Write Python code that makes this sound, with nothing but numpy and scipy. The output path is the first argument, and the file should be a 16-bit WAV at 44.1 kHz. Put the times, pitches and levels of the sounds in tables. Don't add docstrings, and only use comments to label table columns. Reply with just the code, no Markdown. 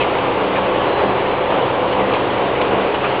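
import sys
import numpy as np
from scipy import signal
from scipy.fft import rfft, irfft, next_fast_len
from scipy.io import wavfile
from scipy.ndimage import uniform_filter1d, map_coordinates

SR = 44100
rng = np.random.default_rng(int(sys.argv[2]) if len(sys.argv) > 2 else 0)


def wrap_up_sound(samples):
    columns = np.atleast_2d(samples).T
    tamed = np.clip(columns, -1, 1)
    steps = np.round(tamed * 32767).astype(np.int16)
    wavfile.write(sys.argv[1], SR, steps)


def gain_from_decibels(decibels):
    exponent = np.asarray(decibels, float) / 20
    return 10 ** exponent


N = 141120
T = np.arange(N) / SR


def unit(x):
    return x / np.sqrt(np.mean(x ** 2) + 1e-20)


def along(points, hz):
    point_hz, value = np.transpose(points)
    return np.interp(np.log(hz + 1), np.log(point_hz + 1), value)


def curve(rows):
    return np.interp(T, *np.transpose(rows))


def wobble(knots_per_s):
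    knots = rng.standard_normal(int(N * knots_per_s / SR) + 4)
    return map_coordinates(knots, [T * knots_per_s])


def filtered(x, response):
    m = next_fast_len(len(x) + 8192)
    return irfft(rfft(x, m) * response(np.fft.rfftfreq(m, 1 / SR)), m)[:len(x)]


def noise(spectrum, patchy_db):
    white = signal.stft(rng.standard_normal(N), nperseg=512)[2]
    patches = uniform_filter1d(rng.standard_normal(white.shape), size=5, axis=0)
    patches = unit(uniform_filter1d(patches, size=8, axis=1))
    x = signal.istft(white * gain_from_decibels(patchy_db * patches), nperseg=512)[1][:N]
    return unit(filtered(x, lambda hz: gain_from_decibels(along(spectrum, hz))))


def tone(pitch_hz, level_db, waver_db):
    drift_rad = 0.6 * wobble(3)
    phase_rad = 2 * np.pi * (pitch_hz * T + rng.random()) + drift_rad
    return np.sqrt(2) * gain_from_decibels(level_db + waver_db * wobble(3)) * np.sin(phase_rad)


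# time_s, level_db [rms]
ROAR_LEVEL = [(0.0, -17), (0.03, -18.5), (0.99, -18.5), (1.03, -17), (1.05, -18), (1.49, -20),
              (1.52, -16.5), (1.94, -20), (2.01, -17.5), (2.03, -19.5), (2.17, -17), (2.22, -19),
              (2.7, -19), (2.74, -16.5), (2.91, -19.5), (3.2, -19)]
# [per Hz, relative]
BODY_COLOUR = [(18, -57), (30, -21.5), (96, -14.5), (124, -6.5), (162, -19.5), (196, -9), (236, -12),
               (265, -7), (463, 0), (495, 1), (567, -1.5), (607, -3), (957, -2.5), (1410, -12.5),
               (1700, -17), (2210, -49), (3740, -120)]
RUSH_COLOUR = [(900, -21.5), (1300, -6.5), (1400, -8.5), (1840, -3.5), (2400, -3), (2920, -4), (3300, -8),
               (3650, -12.5), (3780, -13.5), (3900, -27), (4300, -59), (4600, -120)]
# [per Hz, relative]
PATCHY_TOP_COLOUR = [(3300, -40), (3700, -6.5), (3850, 0), (4000, -1.5), (4300, -1.5), (4600, -7),
                     (4900, -16.5), (5050, -21.5), (5250, -40), (5420, -55), (5600, -89)]


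def roar():
    rush_db, patchy_top_db = -28.5, -50.5
    follow_share = 0.5
    body_db = curve(ROAR_LEVEL)
    upper_db = follow_share * (body_db - body_db.mean()) + 0.34 * wobble(8)
    body = gain_from_decibels(body_db) * noise(BODY_COLOUR, patchy_db=0.74)
    rush = gain_from_decibels(rush_db + upper_db) * noise(RUSH_COLOUR, patchy_db=1.08)
    patchy_top_gain = gain_from_decibels(patchy_top_db + upper_db + 0.58 * wobble(12))
    patchy_top = patchy_top_gain * noise(PATCHY_TOP_COLOUR, patchy_db=2.0)
    return body + rush + patchy_top


SHAFT_A_ORDERS = {3: -44, 4: -50.5, 5: -43, 7: -45, 11: -37, 12: -44.5, 14: -40, 17: -35, 22: -40, 23: -31,
                  35: -51.5}
SHAFT_B_ORDERS = {6: -48, 11: -47.5, 12: -38.5, 13: -37.5, 14: -40.5}
LOOSE_HZ = [62.8, 132.5, 376.8, 388.6, 482.1, 612.2, 643, 707.4, 723.5, 755.2, 827.8, 865.5, 931.4, 1060,
            1124.7, 1184.8]
LOOSE_DB = [-55.5, -40.5, -40, -38, -42.5, -45, -44, -38.5, -40, -39.5, -39.5, -38.5, -40.5, -42, -39.5,
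            -43]


def shafts():
    shaft_a_hz, shaft_b_hz = 24.6, 24.98
    lines = [(order * shaft_a_hz, level_db) for order, level_db in SHAFT_A_ORDERS.items()]
    lines += [(order * shaft_b_hz, level_db) for order, level_db in SHAFT_B_ORDERS.items()]
    lines += list(zip(LOOSE_HZ, LOOSE_DB))
    return sum(tone(pitch_hz, level_db, waver_db=2) for pitch_hz, level_db in lines)


# time_s, level_db [rms before waver]
DRONE_LEVEL = [(0.0, -32), (0.95, -26.5), (0.99, -39), (1.02, -22), (1.13, -32.5), (2.14, -27), (2.24, -38),
               (2.76, -29), (3.2, -40.5)]


def drone():
    return tone(508.9, curve(DRONE_LEVEL), waver_db=1.4)


# time_s, level_db [rms before waver]
THROB_LEVEL = [(0.0, -45), (0.63, -29.5), (0.96, -46.5), (1.07, -29), (1.4, -40), (1.55, -33),
               (1.67, -50.5), (1.82, -38), (2.08, -27.5), (2.18, -38), (2.41, -33.5), (2.5, -39.5),
               (2.83, -28.5), (2.89, -45), (2.93, -40), (3.2, -40)]


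def throb():
    return tone(197.8, curve(THROB_LEVEL), waver_db=-0.5)


RING_AND_IMAGE_HZ = [3932.3, 4068]
# time_s, level_db [rms before waver]
RING_LEVEL = [(.82, -81), (.87, -55), (.99, -47), (1.03, -61), (1.09, -53), (1.2, -64), (1.3, -54),
              (1.4, -57), (1.6, -59), (1.9, -78)]


def high_ring():
    image_offset_db = -2
    ring_hz, image_hz = RING_AND_IMAGE_HZ
    ring = tone(ring_hz, curve(RING_LEVEL), waver_db=-2.2)
    image = tone(image_hz, curve(RING_LEVEL) + image_offset_db, waver_db=-2.2)
    return ring + image


def burst(centre_hz, width_hz, decay_s):
    rise_s = 0.002
    t = np.arange(SR // 8) / SR

    def resonance(hz):
        damping = 1j * hz * width_hz
        return damping / (centre_hz * centre_hz - hz * hz + damping)

    envelope = (1 - np.exp(-t / rise_s)) * np.exp(-(t / decay_s) ** 2)
    return unit(filtered(rng.standard_normal(len(t)), resonance)) * envelope


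# start_s, level_db [rms before envelope and microphone], centre_hz, width_hz, decay_s
CLACK_HITS = [(.002, -22.5, 2650, 704, 0.034), (0.148, -30.5, 3100, 2500, .015),
              (0.183, -24.5, 2900, 600, 0.009), (0.554, -26.5, 2200, 1500, .03),
              (0.989, -29, 1200, 201, 0.034), (1.005, -22.5, 480, 150, 0.055),
              (1.501, -28.5, 3500, 2500, .015), (1.925, -27, 2850, 600, .01), (2.09, -32.5, 1950, 500, .03),
              (2.135, -24.5, 3000, 2500, .03), (2.501, -36, 3500, 2500, .012),
              (2.613, -18.5, 3200, 2480, 0.0099), (2.941, -27.5, 2700, 1800, .025),
              (3.04, -22, 1200, 250, .025), (3.042, -29, 2500, 600, 0.018)]
# freq_hz, gain_db
MIC_RESPONSE = [(100, 3.5), (3000, 5), (3700, -5.5), (4500, -14), (5000, -31), (5400, -78.5)]


def chain():
    ticks_per_s, floor_db, spread_db = 27, -40.5, 1.5
    base_hz, width_hz, decay_s = 3300, 2000, 0.004
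    hits = list(CLACK_HITS)
    for when, rarity, colour in rng.random((int(ticks_per_s * N / SR), 3)):
        level_db = floor_db - spread_db * np.log(rarity + 1e-3)
        centre_hz = base_hz * (0.78 + 0.6 * colour)
        hits.append((when * N / SR, level_db, centre_hz, width_hz, decay_s))
    out = np.zeros(N + SR)
    for start_s, level_db, centre_hz, width_hz, decay_s in hits:
        out[round(start_s * SR):][:SR // 8] += gain_from_decibels(level_db) * burst(centre_hz, width_hz, decay_s)
    return filtered(out[:N], lambda hz: gain_from_decibels(along(MIC_RESPONSE, hz)))


def scene():
    return (roar() + shafts() + drone() + throb() + high_ring() + chain())[None]


# [per Hz, relative]
HISS_COLOUR = [(5000, -10.5), (6500, -6), (7500, 1.5), (10000, 2), (10600, -3.5), (11500, 2), (13500, -0.5),
               (14500, -6), (15700, -9)]


def electronic_hiss():
    level_db = -91
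    return gain_from_decibels(level_db) * noise(HISS_COLOUR, patchy_db=0.2)


def top_cut(x):
    return signal.sosfilt(signal.butter(12, 15700, fs=SR, output="sos"), x)


def record(dry):
    offset = -0.0039
    mix = dry + electronic_hiss() + offset
    return top_cut(mix)


dry = scene()
out = record(dry)
wrap_up_sound(out)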